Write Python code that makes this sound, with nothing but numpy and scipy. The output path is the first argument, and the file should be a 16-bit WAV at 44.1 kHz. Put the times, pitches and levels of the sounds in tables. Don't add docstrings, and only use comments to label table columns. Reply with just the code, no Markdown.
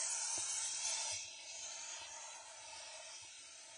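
import sys
import numpy as np
from scipy import signal
from scipy.io import wavfile
from scipy.ndimage import uniform_filter1d

SR = 44100
rng = np.random.default_rng(int(sys.argv[2]) if len(sys.argv) > 2 else 0)


def file_out(sig):
    cols = np.atleast_2d(sig).T
    lim = np.clip(cols, -1, 1)
    pcm = np.round(lim * 32767).astype(np.int16)
    wavfile.write(sys.argv[1], SR, pcm)


def undo_db(level):
    steps = np.asarray(level, float) / 20
    return 10 ** steps


N = 166257
HOP, SIZE = 128, 1024
T = np.arange(N // HOP + 12) * HOP / SR
HZ = np.fft.rfftfreq(SIZE, 1 / SR)[:, None]
FULL_ABOVE_HZ = 1000


def curves(table):
    s, *cols = np.transpose(table)
    return [np.interp(T, s, c) for c in cols]


def evened(x, axis=None):
    return x / np.sqrt(np.mean(abs(x) ** 2, axis, keepdims=True) + 1e-20)


def colour(points):
    f, db = np.transpose(points)
    return undo_db(np.interp(np.log(HZ + 1), np.log(f + 1), db, right=-90))


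def peak(hz, width):
    return 1 / (1 + (2 * (HZ - hz) / width) ** 2)


def low_cut(hz):
    return 1 / (1 + (hz / (HZ + 1)) ** 6)


def drift(rows, frames, bins=1):
    field = rng.standard_normal((len(T), rows)).T
    for _ in range(3):
        field = uniform_filter1d(field, frames, 1)
    return evened(uniform_filter1d(field, bins, 0))


def noise(gain):
    white = np.pad(rng.standard_normal(N), (0, 8 * HOP))
    z = signal.stft(white, nperseg=SIZE, noverlap=SIZE - HOP)[2]
    return signal.istft(z * gain[:, :z.shape[1]], nperseg=SIZE, noverlap=SIZE - HOP)[1][:N]


def add(mix, s, sound):
    part = mix[round(s * SR):][:len(sound)]
    part += sound[:len(part)]


def snake():
    # t/s, effort/dB, mouth resonance f/Hz, gape as upper resonance level/dB, rasp level/dB
    breath = [(.08, -42.5, 6180, -3, -11.5), (.8, -45.5, 5990, -2.5, -6), (.88, -41.5, 6180, -7.5, -5.5),
              (1.13, -42.5, 5770, -6, -7), (1.19, -48.5, 6040, -15, -4.5), (1.4, -59.5, 5850, -5.5, 5),
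              (1.55, -50.5, 6410, -12.5, -4), (1.9, -51.5, 6530, -16.5, -4), (2.05, -57.5, 5870, -4.5, 7),
              (2.11, -53, 6360, -11.5, -7.5), (2.33, -54, 6540, -8, -1.5), (2.43, -61.5, 6250, 0.5, -1.5),
              (2.64, -59.5, 6000, -1.5, 1.5), (2.76, -55.5, 5580, -4.5, -1.5), (3.02, -58, 5860, -2.5, 2),
              (3.15, -54, 5800, -8, -3), (3.24, -58.5, 5900, -4, 1), (3.77, -59, 6380, -4.5, -3.5)]
    # f/Hz, level/dB
    rasp_spectrum = [(1500, -68), (2120, -3.5), (2400, -0.5), (3300, -1.5), (4200, -1), (5000, -4),
                     (6500, -48), (9000, -17.5)]
    effort_db, mouth_hz, gape_db, rasp_db = curves(breath)
    skirt = undo_db(-9) * peak(mouth_hz, width=3500)
    mouth = evened(peak(mouth_hz, width=900) + skirt, 0)
    upper = undo_db(gape_db) * evened(peak(8250, width=3630) ** 2)
    rasp = undo_db(rasp_db) * evened(colour(rasp_spectrum))
    flutter_db = 0.5 * drift(1, frames=9)
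    return undo_db(effort_db + flutter_db) * np.sqrt(mouth ** 2 + upper ** 2 + rasp ** 2)


def echo_comb():
    echo_db, last_s, sway_m, sway_per_s = -3, .014, .004, 1.2
    delay = rng.uniform(.03, 1, (16, 1)) ** 1.5 * last_s
    phase = 2 * np.pi * rng.random((16, 6, 1))
    rate = sway_per_s * np.geomspace(.2, 2, 6)[:, None]
    sway = np.sin(2 * np.pi * rate * T[::4] + phase).sum(1)
    delay = delay + sway_m / 343 * sway
    echoes = sum(np.exp(-2j * np.pi * HZ * d) for d in delay) / 4
    gain = abs(1 + undo_db(echo_db) * echoes).repeat(4, 1)
    gain = uniform_filter1d(gain, 4, 1)[:, :len(T)]
    return gain / np.sqrt(uniform_filter1d(gain ** 2, 15, 0))


def walls():
    # start t/s, length t/s, from f/Hz, to f/Hz, width f/Hz
    broad_nulls = [(-.01, 0.14, 3680, 3620, 320), (0.0, 0.42, 5170, 5100, 110),
                   (0.07, 0.27, 1950, 2040, 170), (.28, .29, 1900, 1960, 120),
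                   (0.13, 0.19, 3300, 3360, 110), (0.33, 0.27, 3420, 3400, 210),
                   (0.4, 0.23, 5000, 5000, 110), (.75, .06, 3500, 3530, 150), (0.85, 0.29, 3850, 3810, 75),
                   (1.13, 0.17, 3010, 2970, 150), (1.16, 0.14, 8970, 8970, 120),
                   (1.17, 0.21, 1950, 2100, 70), (1.23, 0.17, 1060, 1030, 85), (1.45, .16, 1090, 1230, 190),
                   (1.28, 0.17, 4520, 4490, 210), (1.85, 0.6, 3880, 3690, 140),
                   (1.92, 0.31, 4460, 4390, 110), (2.04, 0.27, 5010, 4990, 140),
                   (2.24, 0.25, 1750, 1740, 100), (2.28, 0.12, 4360, 4320, 200),
                   (2.25, 0.3, 4790, 4790, 100), (2.36, .09, 2980, 2970, 140),
                   (2.65, 0.27, 6700, 6390, 140), (2.89, 0.22, 4540, 4400, 130),
                   (3.13, .16, 4450, 4500, 190), (3.31, .15, 4510, 4470, 240),
                   (2.98, 0.35, 4020, 4020, 110), (3.29, 0.42, 6350, 6480, 90),
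                   (3.42, 0.1, 3330, 3350, 200), (3.46, 0.15, 1070, 1060, 100)]
    # start t/s, length t/s, from f/Hz, to f/Hz
    thin_nulls = [(.1, .1, 3620, 3580), (.18, .17, 3930, 3880), (.18, .42, 4660, 4630),
                  (.55, .12, 1160, 1160), (.65, .15, 5060, 5130), (.62, .36, 2900, 3000),
                  (.96, .09, 6150, 6170), (1.03, .2, 4490, 4460), (1.05, .06, 1850, 1850),
                  (1.4, .15, 3150, 3120), (1.5, .27, 3440, 3380), (1.52, .19, 4500, 4600),
                  (1.64, .2, 4330, 4300), (1.72, .17, 1030, 1060), (1.99, .15, 1730, 1850),
                  (2, .1, 7720, 7820), (2.5, .33, 4110, 4060), (2.54, .12, 3620, 3450),
                  (2.7, .09, 3420, 3410), (2.95, .3, 2760, 2750), (3, .09, 1090, 1090),
                  (3.19, .1, 5580, 5530), (3.28, .16, 1150, 1150), (3.3, .45, 1010, 1010),
                  (3.4, .2, 4030, 4000), (3.5, .1, 3520, 3560), (3.68, .09, 2950, 3030),
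                  (1.3, .3, 7200, 7250)]
    gain = echo_comb()
    nulls_db = np.zeros(gain.shape)
    for start, length, from_hz, to_hz, width_hz in [*broad_nulls, *[(*row, 65) for row in thin_nulls]]:
        along = (T - start) / length
        wander_hz = 12 * drift(1, frames=20)
        centre_hz = from_hz + (to_hz - from_hz) * along + wander_hz
        depth_db = -24 * (width_hz / 110) ** .4 + 5 * drift(1, frames=9)
        inside = np.clip(1 - (2 * along - 1) ** 6 * .5, 0, 1)
        now = inside > 0
        notch = np.exp(-(1.4 * (HZ - centre_hz[:, now]) / max(width_hz, 85)) ** 2)
        nulls_db[:, now] = np.minimum(nulls_db[:, now], (depth_db * inside)[:, now] * notch)
    patchy_db = 0.54 * drift(len(HZ), frames=24, bins=12)
    return gain * undo_db(nulls_db + patchy_db)


def streaks():
    field = drift(len(HZ), frames=30, bins=2)
    gaps = np.clip(-field - 1.3, 0, 1) / (1 + (HZ / 6000) ** 4)
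    gaps = gaps * np.where(HZ > FULL_ABOVE_HZ, 1, .6)
    return evened(undo_db(1.9 * field - 26 * gaps))


def thumping():
    # t/s, peak level/dB, f/Hz
    thumps = [(0.05, -77, 88.5), (0.535, -73, 88), (0.633, -64, 81.5), (0.882, -75, 98),
              (1.128, -53.5, 96.6), (1.247, -64, 95), (1.636, -76, 93.5), (1.992, -71, 87),
              (2.426, -75, 99), (2.598, -71.5, 108), (2.668, -68, 92), (3.225, -64, 102)]
    rise_s, t60_s, gain_db = 0.0285, 0.15, 8
    out, t = np.zeros(N), np.arange(SR // 4) / SR
    rise = np.sin(np.pi / 2 * np.minimum(t / rise_s, 1)) ** 2
    for s, db, hz in thumps:
        fall = undo_db(db + gain_db - 60 * t / t60_s)
        add(out, max(s - rise_s / 2, 0), rise * fall * np.sin(2 * np.pi * hz * t))
    return out


def knocking():
    # t/s, peak level/dB
    knocks = [
        (0.378, -48),
        (0.736, -66),
        (0.876, -70),
        (0.969, -70),
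        (2.014, -63),
        (3.248, -66),
    ]
    # f/Hz, level/dB, decay t60/s
    knock_modes = [(102, -10, 0.14), (341, 0, 0.049), (660, 5.5, 0.025), (917, -6, 0.025)]
    rise_s, gain_db = 0.0016, 5.5
    out, t = np.zeros(N), np.arange(SR // 4) / SR
    ring = sum(undo_db(db - 60 * t / t60) * np.sin(2 * np.pi * hz * t) for hz, db, t60 in knock_modes)
    for s, db in knocks:
        add(out, s - rise_s, undo_db(db + gain_db) * np.minimum(t / rise_s, 1) * ring)
    return out


def pit():
    # t/s, hum level/dB, rustle level/dB, lower pipes level/dB
    draught = [(0, -54.5, -0.5, 1.5), (.1, -54, -2, -13), (.6, -58, 0.5, -17), (.74, -62.5, 0.5, -13),
               (.9, -54.5, -3.5, -2), (1.12, -54.5, -5, -1), (1.16, -67, -6, 6.5), (1.3, -68, -6.5, 2.5),
               (1.6, -63.5, -6, 1.5), (1.72, -61, 0, 1), (1.9, -60, 0, 3), (2.4, -57, -4, -8.5),
               (2.66, -60, -5, -2), (2.8, -60, -3.5, 4), (3.13, -65, 1.5, 4.5), (3.19, -71, 1.5, -2.5),
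               (3.62, -69.5, 1, 1.5), (3.72, -67.5, -0.5, 6.5)]
    # f/Hz, width f/Hz, level/dB
    pipe_modes = [(357, 53, -15), (644.4, 90, 4), (767, 510, -9), (905.3, 119, 2)]
    # f/Hz, level/dB
    rumble_spectrum = [(15, -29.5), (25, -0.5), (96, -2.5), (119, 2), (156, -40.5), (188, -15.5),
                       (346, -4.5), (430, -19.5), (520, -5.5), (680, -10), (1140, -120)]
    hum_db, rustle_db, low_db = curves(draught)
    pipes = 0
    for hz, width, db in pipe_modes:
        puffs_db = db + low_db * (hz < 700) + 2.2 * drift(1, frames=10)
        pipes = pipes + undo_db(puffs_db) * peak(hz, width) ** 2
    pipes = evened(pipes) * low_cut(270)
    rustle = undo_db(rustle_db) * evened(peak(1524, width=2500) ** 2 * low_cut(570))
    gusts_db = 3.5 * drift(len(HZ), frames=16, bins=5)
    rumble = undo_db(-76.5 + gusts_db) * evened(colour(rumble_spectrum))
    return np.sqrt(undo_db(2 * hum_db) * (pipes ** 2 + rustle ** 2) + rumble ** 2)


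def port():
    hz, width_hz = 6900, 130
    above = (HZ > hz + width_hz) * np.exp(-abs(HZ - hz) / 1600)
    return undo_db(3 * peak(hz, width_hz) + 1 * above)


def hollowed(z):
    power = uniform_filter1d(uniform_filter1d(abs(z) ** 2, 14, 1), 2, 0)
    near_db = 10 * np.log10(abs(power) + 1e-20)
    excess_db = near_db - uniform_filter1d(near_db, 17, 0)
    excess_db = excess_db * np.where(HZ > FULL_ABOVE_HZ, 1, .4)
    sink_db = np.clip(2.5 * (excess_db + 5.5), -28, 0)
    return z * undo_db(sink_db + .25 * excess_db)


def top_band(t):
    # start t/s, end t/s, level/dB
    top_spells = [(0.096, 0.414, 1), (0.483, 0.684, 2), (0.835, 0.91, 5), (0.972, 1.31, -8),
                  (1.562, 1.747, -5), (1.965, 2.05, -5), (2.207, 2.56, -2.5), (2.682, 2.717, -8),
                  (2.762, 2.786, -2), (3.214, 3.25, -7), (3.63, 3.78, -5)]
    shut_db = -47
    top_db = shut_db + sum((db - shut_db) * ((t > a) & (t < b)) for a, b, db in top_spells)
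    top_db = top_db + 6 * drift(1, frames=6)[0, :len(t)]
    edge_hz = 9360 + 50 * drift(1, frames=8)[:, :len(t)]
    return np.where(HZ > edge_hz, undo_db(top_db), 1) * (HZ < 10200)


def splits():
    # t/s, low f/Hz, high f/Hz, level/dB
    side_bursts = [
        (0.397, 7700, 8940, -54),
        (2.558, 5640, 8150, -60),
        (2.909, 6900, 8300, -67),
    ]
    out, count = np.zeros(N), round(.046 * SR)
    for s, low_hz, high_hz, db in side_bursts:
        sos = signal.butter(8, [low_hz, high_hz], "band", fs=SR, output="sos")
        band = signal.sosfilt(sos, rng.standard_normal(count))
        add(out, s, undo_db(db) * evened(band) * np.hanning(count) ** .5)
    return out


def quiet_floor(mono):
    quiet = uniform_filter1d(mono ** 2, SR // 4) < undo_db(2 * -44.8)
    patchy_db = 4.5 * drift(len(HZ), frames=14, bins=7)
    return undo_db(-87) * quiet * noise(evened(undo_db(patchy_db)))


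def scene():
    comb = walls() * streaks()
    hum_share = np.clip(HZ / 1200, .3, 1)
    air = noise(np.hypot(snake() * comb, pit() * comb ** hum_share))
    mono = air + thumping() + knocking()
    return np.array([mono, mono])


def roll_off(x):
    return signal.sosfilt(signal.butter(12, 12000, fs=SR, output="sos"), x)


def record(dry):
    mic = signal.lfilter(*signal.butter(2, 67, "high", fs=SR), dry[0])
    _, t, z = signal.stft(mic, SR, nperseg=SIZE, noverlap=SIZE - HOP)
    z = hollowed(z * port()) * top_band(t)
    mono = signal.istft(z, SR, nperseg=SIZE, noverlap=SIZE - HOP)[1][:N]
    mono = mono + quiet_floor(mono)
    side = splits()
    return roll_off(np.array([mono + side, mono - side]))


dry = scene()
out = record(dry)
file_out(out)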